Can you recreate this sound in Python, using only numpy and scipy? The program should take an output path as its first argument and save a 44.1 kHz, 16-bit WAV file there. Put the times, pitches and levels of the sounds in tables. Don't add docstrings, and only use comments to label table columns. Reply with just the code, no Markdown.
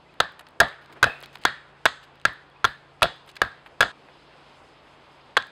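import sys
import numpy as np
from scipy import signal
from scipy.fft import rfft, irfft
from scipy.io import wavfile
from scipy.ndimage import uniform_filter1d

SR = 44100
rng = np.random.default_rng(int(sys.argv[2]) if len(sys.argv) > 2 else 0)


def file_out(sig):
    cols = np.atleast_2d(sig).T
    lim = np.clip(cols, -1, 1)
    pcm = np.round(lim * 32767).astype(np.int16)
    wavfile.write(sys.argv[1], SR, pcm)


def attenuation_scalar(level_db):
    decades = np.asarray(level_db, float) / 20
    return 10 ** decades


N = 242991

# start in seconds, peak level in dB, strongest log pitch in Hz,
# bite length in ms, edge crack level in dB.
BITES = [(0.202, 1.5, 1250, 5.2, 0), (0.602, 8, 1540, 4.4, -4), (1.0284, 8, 1510, 4.4, -9.5),
         (1.4519, 9, 1850, 2, -8.5), (1.8554, 6.5, 1360, 1.67, 2.5), (2.2523, 3.5, 1680, 3.06, -10.5),
         (2.644, 2.5, 1210, 3.1, -12), (3.0206, -0.5, 1170, 4.3, -5), (3.4171, 2.5, 1450, 3.57, -8),
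         (3.8068, 6.5, 1670, 2.64, 1), (5.368, 0.5, 1180, 1.95, -19.5)]
# start in seconds, peak level in dB, log pitch in Hz,
# bite length in ms, edge crack level in dB.
SPLITS = [(0.6123, -2.5, 1240, 1.2, -4), (1.0325, -3, 1630, 2.6, 35), (1.041, 0.5, 1300, 3.5, 2),
          (1.454, 4, 1670, 1.8, 1), (1.860, 1, 1470, 2.14, -34), (1.8639, -3.5, 1700, 0.28, 27),
          (2.649, -1.5, 1560, 5.5, 4), (3.0289, 4, 940, 1.24, 11), (3.032, -8, 870, 2.9, 0),
          (3.8128, -3, 1070, 3.4, 3), (3.821, -9, 1676, 8.8, 6), (5.3717, -2, 1120, 4.2, -1)]
# start in seconds, peak level in dB, log pitch in Hz,
# contact length in ms.
ROCKS = [
    (0.6152, -6.5, 600, 1.12),
    (0.633, -13.5, 690, 3.4),
    (1.0669, -19, 600, 1.2),
    (3.039, -10, 615, 5.2),
    (3.0559, -12, 775, 2.55),
    (3.8295, -2.5, 770, 1.2),
]
# start in seconds, ground thud level in dB,
# level in dB of the low steel mode, level in dB of the high steel mode.
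BLOWS = [(0.202, -46.5, -43, -63), (0.601, -35, -44, -59), (1.027, -34, -33, -30.5), (1.45, -44, -45, -60),
         (1.857, -52, -47, -60), (2.254, -43.5, -46, -68), (2.644, -41.5, -28, -61),
         (3.021, -33.5, -50.5, -75), (3.417, -41, -34, -57), (3.805, -37.5, -49, -60),
         (5.367, -53.5, -62, -58)]
# frequency in Hz, level in dB.
LOG_MODES = [(500, -23.5), (620, -44), (705, 7), (835, 2), (960, -36), (1085, 6), (1240, 0.5), (1390, 18.5),
             (1520, 15), (1635, 20), (1790, 14), (2050, 9)]
# frequency in Hz, level in dB.
EDGE_MODES = [(2300, 6), (2600, 12.5), (2950, 9.5), (3390, 19), (3850, 14), (4300, 6.5), (4800, 7.5),
              (5300, -9.5), (6500, -2.5), (7800, -9), (9500, -26), (12000, -26)]
# frequency in Hz, time to fall 60 dB in seconds.
STEEL_MODES = [(1640, 0.28), (2575, 0.51)]
# centre in Hz, width in octaves, level in dB,
# time to fall 60 dB in seconds.
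WOODS = [(244, 0.81, -40.5, 0.19), (600, 1.28, -39.5, 0.24), (1170, 0.42, -38.5, 0.23),
         (1760, 0.24, -37, 0.3), (1500, 2, -61.5, 1), (2600, .7, -40.5, 0.161), (3846, 0.34, -39.5, 0.3),
         (3500, 2.6, -53, 0.54), (4900, 0.48, -32.5, 0.14), (6210, 1.03, -40, 0.4),
         (8500, 3.6, -55.5, 0.17), (12500, 0.54, -59, .16)]
# start in seconds, then low, edge and top
# levels in dB sent into the echoes.
FACING = [(.2, 16, -2, -12), (.6, 2, -1, -4), (1.02, 9.5, 3, -8.5), (1.45, -16.5, 3.5, 0.5),
          (1.85, 9, -2.5, 10), (2.25, 5, 5, -5), (2.64, 5.5, 4.5, -0.5), (3.02, 0.5, 5, 0),
          (3.41, 18, 1.5, 1), (3.8, -2, 1, 12), (5.36, 8, 7.5, -6)]
# start in seconds, knock level in dB, knock pitch in Hz,
# leaf crackle level in dB, length in ms.
CHIPS = [(.393, -31.5, 2190, -39, 7.1), (.408, -35.5, 1160, -46, 7.3), (0.468, -34.5, 2600, -53, 3.6),
         (.684, -29, 2480, -46, 4.7), (0.726, -35, 1500, -62, 4.3), (.899, -44, 795, -72, 3),
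         (1.227, -30, 985, -33, 0.79), (1.259, -30, 3500, -42, 1.6), (1.355, -26.5, 2050, -45, 2.7),
         (1.437, -30, 2960, -54.5, 1.55), (3.274, -41, 1770, -49, 15), (3.314, -41, 4460, -51, 3.6),
         (3.366, -26, 2600, -44, 6.6), (3.661, -33.5, 1500, -55, 10), (3.675, -44.5, 1500, -58, 3.7),
         (4.086, -39, 1090, -73, 5.4), (5.4242, -25, 2770, -70, .6), (5.468, -42, 4500, -49, 2.2)]
# start in seconds, knock level in dB, leaf crackle level in dB,
# length in ms.
SKIDS = [
    (.815, -46, -57, 28),
    (.925, -37.5, -50, 11),
    (1.233, -29.5, -42, 12),
    (1.328, -42, -57, 49),
    (1.414, -42, -57, 26),
    (2.03, -40.5, -55, 19),
    (3.29, -35.5, -48, 14),
    (3.355, -37, -48, 7.6),
]
# start in seconds, knock level in dB, leaf crackle level in dB.
TICKS = [(0.141, -46, -54), (.322, -55, -53), (0.487, -42, -47), (0.507, -48, -58), (.743, -55, -60),
         (.846, -60, -60), (.86, -41, -55), (0.918, -44, -60), (1.189, -51, -62), (1.205, -57, -40),
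         (1.213, -34, -48), (1.372, -34.5, -60), (1.385, -55, -50), (2.02, -53, -60), (2.156, -44, -57),
         (2.199, -41, -65), (2.215, -40, -58), (2.308, -46, -62), (2.333, -55, -45), (2.50, -47, -55),
         (3.011, -37, -61), (3.163, -43, -54), (3.263, -57, -51), (3.519, -40, -53)]
# start in seconds, end in seconds, peak level in dB,
# attack in seconds, fall in dB per second.
SCUFF = (.888, 1.025, -45, .012, 60)
# frequency in Hz, level in dB per Hz.
CREEK = [(20, -20), (45, -10.5), (110, -13.5), (200, -11), (330, -7), (480, -7), (1000, -6.5),
         (1730, -13.5), (3200, -14.5), (4400, -19), (5300, -18), (6400, -26.5), (12500, -48), (15000, -96)]
# time in seconds, burble level in dB.
FLOW = [
    (0.0, -56.5),
    (0.7, -58),
    (1.1, -54),
    (2.06, -57.5),
    (3.1, -56.5),
    (4.08, -55),
    (4.51, -54),
    (5.51, -55.5),
]
# start in seconds, pitch in Hz, level in dB.
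DRIPS = [
    (.06, 1980, -50),
    (0.091, 2470, -49),
    (2.513, 3250, -49.5),
    (2.56, 2450, -46.5),
]
# frequency in Hz, peak level in dB.
DRONE = [(55.8, -70.5), (84, -71.5), (139.6, -62.5), (167, -71)]
# start in seconds, level in dB.
CRICKET = [
    (4.125, -71.5),
    (4.635, -71.5),
    (5.11, -72),
]
# frequency in Hz, sharpness (Q).
BODY_DIPS = [(5710, 2.7), (6900, 17)]

LOG_T60_S, EDGE_T60_S = .022, .009
ROCK_EDGE_DB = -19
BITE_FAR_DB, SPLIT_FAR_DB, ROCK_FAR_DB = -5.5, -14, -0.5
BLUR = .65
SCATTER_SHIFT = .03
BOULDER_S, BOULDER_DB = 0.03, -24.5
THUD_RISE_MS, JOLT_OVER_THUD_DB = 24, 10.5
CUT_S = 3.919
TICK_MS, SPLINTER_HZ = 1.1, 3060
LEAF_HZ, LEAF_SPREAD_OCT = 8500, 0.29
HISS_DB, HISS_PER_DB, USUAL_FLOW_DB = -1.5, 0.66, -54.5
CEILING, TOP_HZ = .475, 16700


def hatchet():
    before, after = np.zeros(N), np.zeros(N)
    echoes = {row[0]: woods() for row in FACING}
    contacts = [(*row, BITE_FAR_DB) for row in BITES]
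    contacts += [(*row, SPLIT_FAR_DB) for row in SPLITS]
    contacts += [(*row, ROCK_EDGE_DB, ROCK_FAR_DB) for row in ROCKS]
    for s, *how in contacts:
        blow_s, *facing = max((row for row in FACING if row[0] < s + .03), key=lambda row: row[0])
        add(before if s < CUT_S else after, s, contact(*how, facing, echoes[blow_s]))
    for s, thud_db, *steel_db in BLOWS:
        body = steel_ring(steel_db) + ground_thud(thud_db)
        add(before if s < CUT_S else after, s, body)
    closing = np.clip((CUT_S - np.arange(N) / SR) / .002, 0, 1)
    return before * closing + after


def contact(db, hz, bite_ms, edge_db, far_db, facing, echo):
    fibres = snaps(1024, bite_ms, 3000.)
    fibres = np.convolve(fibres, np.exp(-np.arange(24) / 1.44))
    fibres = signal.sosfilt(signal.butter(3, 430, "highpass", fs=SR, output="sos"), fibres)
    log_hz, log_db = np.transpose(LOG_MODES)
    edge_hz, crack_db = np.transpose(EDGE_MODES)
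    near_db = -np.where(log_hz < hz, 15, 12) * np.log2(log_hz / hz) ** 2
    modes_hz = np.r_[log_hz, edge_hz]
    modes_db = np.r_[log_db + near_db, crack_db + edge_db]
    t60 = np.r_[LOG_T60_S * (1400 / log_hz) ** .6, np.full(len(edge_hz), EDGE_T60_S)]
    near = signal.fftconvolve(fibres, ring(modes_hz, modes_db, t60, size=2000))

    far_t60 = BLUR * t60 * np.minimum(4000 / modes_hz, 1)
    blur = smear(modes_hz, modes_db, far_t60)
    low, edge, top = facing
    tint_db = np.interp(modes_hz, [900, 1300, 1900, 2400, 5400, 6400], [low, 0, 0, edge, edge, top])
    tinted = smear(modes_hz, modes_db + tint_db, far_t60)
    match = np.sqrt(np.sum(blur ** 2) / np.sum(near ** 2))
    out = attenuation_scalar(far_db) * signal.fftconvolve(tinted / match, echo)
    add(out, 0, near)
    return attenuation_scalar(db) * out / np.abs(near).max()


def steel_ring(levels_db):
    hz, t60 = np.transpose(STEEL_MODES)
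    size = SR // 3
    build = np.clip(np.arange(size) / SR / .01, 0, 1)
    flutter = .45 + .85 * unit(uniform_filter1d(rng.standard_normal(size), size=200))
    return ring(hz, np.array(levels_db), t60, size) * build * flutter


def ground_thud(db):
    t = np.arange(SR // 3) / SR
    late = t * 1000 / THUD_RISE_MS
    roll = unit(band(rng.standard_normal(len(t)), 86.7, 2.04)) * late ** 2 * np.exp(2 - 2 * late)
    jolt = attenuation_scalar(JOLT_OVER_THUD_DB) * np.sin(2 * np.pi * 110 * t) * fade(t, 0.064)
    return attenuation_scalar(db) * (roll + jolt)


def woods():
    t = np.arange(SR // 2) / SR
    out = np.zeros(len(t))
    for hz, octaves, db, t60 in WOODS:
        centre = hz * (1 + SCATTER_SHIFT * rng.standard_normal())
        out += attenuation_scalar(db) * fade(t, t60) * band(rng.standard_normal(len(t)), centre, octaves)
    out *= np.clip(t / .003, 0, 1)
    out[int(BOULDER_S * SR)] += attenuation_scalar(BOULDER_DB)
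    return out


def smear(hz, db, t60, size=1024):
    t = np.arange(size)[:, None] / SR
    modes = attenuation_scalar(db) * fade(t, t60) * np.sin(2 * np.pi * hz * t)
    power = np.abs(rfft(modes, axis=0)) ** 2
    pulse = irfft(np.sqrt(power.sum(axis=1)))
    return np.roll(pulse, size // 8)[:size // 4] * np.hanning(size // 4)


def snaps(size, length_ms, density):
    t = np.arange(size) / SR
    struck = rng.random(size) < density / SR
    thinning = np.exp(-(t / (max(length_ms, .2) / 1000)) ** 2)
    x = rng.standard_normal(size) * struck * thinning
    x[0] = 1
    return x


def chips():
    out = np.zeros(N)
    light = [*SKIDS, *[(*row, TICK_MS) for row in TICKS]]
    landings = [*CHIPS, *[(s, db, SPLINTER_HZ, *rest) for s, db, *rest in light]]
    for s, db, hz, crackle_db, length_ms in landings:
        touch = snaps(1800, length_ms, 9000.)
        crackle_hz = LEAF_HZ * 2 ** (LEAF_SPREAD_OCT * rng.standard_normal())
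        knock = band(band(touch, hz, 2.4), .8 * hz, 2.8)
        crackle = band(touch, .9 * crackle_hz, 1.6)
        knock = attenuation_scalar(db) * knock / np.abs(knock).max()
        crackle = attenuation_scalar(crackle_db) * crackle / np.abs(crackle).max()
        add(out, s, knock + crackle)
    return out


def scuff():
    t = np.arange(N) / SR
    start, end, db, attack, fall = SCUFF
    rub = band(rng.standard_normal(N), 560.0, 2.5) * attenuation_scalar(3.6 * walk(69.3))
    since = np.clip(t - start, 0, end - start)
    return unit(rub) * np.clip(since / attack, 0, 1) ** 2 * attenuation_scalar(db - fall * since) * (t < end)


def creek():
    s, burble_db = np.transpose(FLOW)
    t = np.arange(N) / SR
    hz, db = np.transpose(CREEK)
    f = np.maximum(np.fft.rfftfreq(N, 1 / SR), 1)
    colour = attenuation_scalar(np.interp(np.log(f), np.log(hz), db))
    burble = irfft(rfft(rng.standard_normal(N)) * colour * (f > 250) * (f < 1500), N)
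    hiss_db = np.interp(t, s, HISS_DB + HISS_PER_DB * (burble_db - USUAL_FLOW_DB))
    out = np.zeros(N)
    for centre in np.arange(5, 14.5):
        share = np.cos(np.pi / 2 * np.clip(np.log2(f) - centre, -1, 1))
        water = irfft(rfft(rng.standard_normal(N)) * colour * share, N)
        tilt = np.clip((centre - 10.5) / 1.2, 0, 1) * hiss_db
        out += water * attenuation_scalar(tilt + 0.18 * walk(0.84) + 1.4 * walk(28))
    out /= np.sqrt(np.mean(burble ** 2))
    for when, pitch, size in rng.random((220, 3)):
        add(out, when * N / SR, bubble(350 * 2 ** (2.6 * pitch), -4 - 12 * size, 11.6))
    out *= attenuation_scalar(np.interp(t, s, burble_db))
    for when, drip_hz, drip_db in DRIPS:
        add(out, when, bubble(drip_hz, drip_db, 22., .015))
    return out


def bubble(hz, db, cycles, glide=0.18):
    u = np.arange(1200) / SR * hz / cycles
    return attenuation_scalar(db) * np.sin(2 * np.pi * cycles * u * (1 + glide * u)) * u * np.exp(1 - 2 * u)


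def drone():
    out = np.zeros(N)
    for hz, db in DRONE:
        phase = 2 * np.pi * np.cumsum(hz * (1 + .008 * walk(5))) / SR
        out += attenuation_scalar(db + 2 * walk(3)) * np.sin(phase)
    return out


def cricket():
    pulses, t = np.zeros(N), np.arange(SR // 7) / SR
    for s, db in CRICKET:
        add(pulses, s, attenuation_scalar(db) * np.clip(np.sin(2 * np.pi * 22 * t), 0, 1) * (1.65 + 6 * t))
    return pulses * np.sqrt(2) * np.sin(2 * np.pi * np.cumsum(5030 + 70 * walk(60)) / SR)


def unit(x):
    return x / np.sqrt(np.mean(x ** 2))


def add(out, s, x):
    i = int(s * SR)
    out[i:i + len(x)] += x[:len(out) - i]


def band(x, hz, octaves):
    edges = np.clip(hz * 2 ** (np.array([-.5, .5]) * octaves), 10, .45 * SR)
    return signal.sosfilt(signal.butter(2, edges, "bandpass", fs=SR, output="sos"), x)


def fade(t, t60):
    return np.exp(-np.log(1000) * t / t60)


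def ring(hz, db, t60, size):
    t = np.arange(size)[:, None] / SR
    return (attenuation_scalar(db) * fade(t, t60) * np.sin(2 * np.pi * hz * t)).sum(axis=1)


def walk(rate):
    k = int(SR / rate)
    held = np.repeat(rng.standard_normal(N // k + 1), k)
    return 1.4 * uniform_filter1d(uniform_filter1d(held, k), k)[:N]


def scene():
    return (hatchet() + chips() + scuff() + creek() + drone() + cricket())[None]


def band_limit(x):
    return signal.sosfilt(signal.butter(12, 16850, fs=SR, output="sos"), x)


def record(dry):
    for hz, sharpness in BODY_DIPS:
        dry = .8 * signal.lfilter(*signal.iirnotch(hz, sharpness, SR), dry) + .2 * dry
    over = dry / CEILING
    clipped = CEILING * over / (1 + over ** 8) ** (1 / 8)
    top_cut = signal.cheby2(8, 35, TOP_HZ, fs=SR, output="sos")
    mix = signal.sosfiltfilt(top_cut, clipped)
    return band_limit(mix)


dry = scene()
out = record(dry)
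file_out(out)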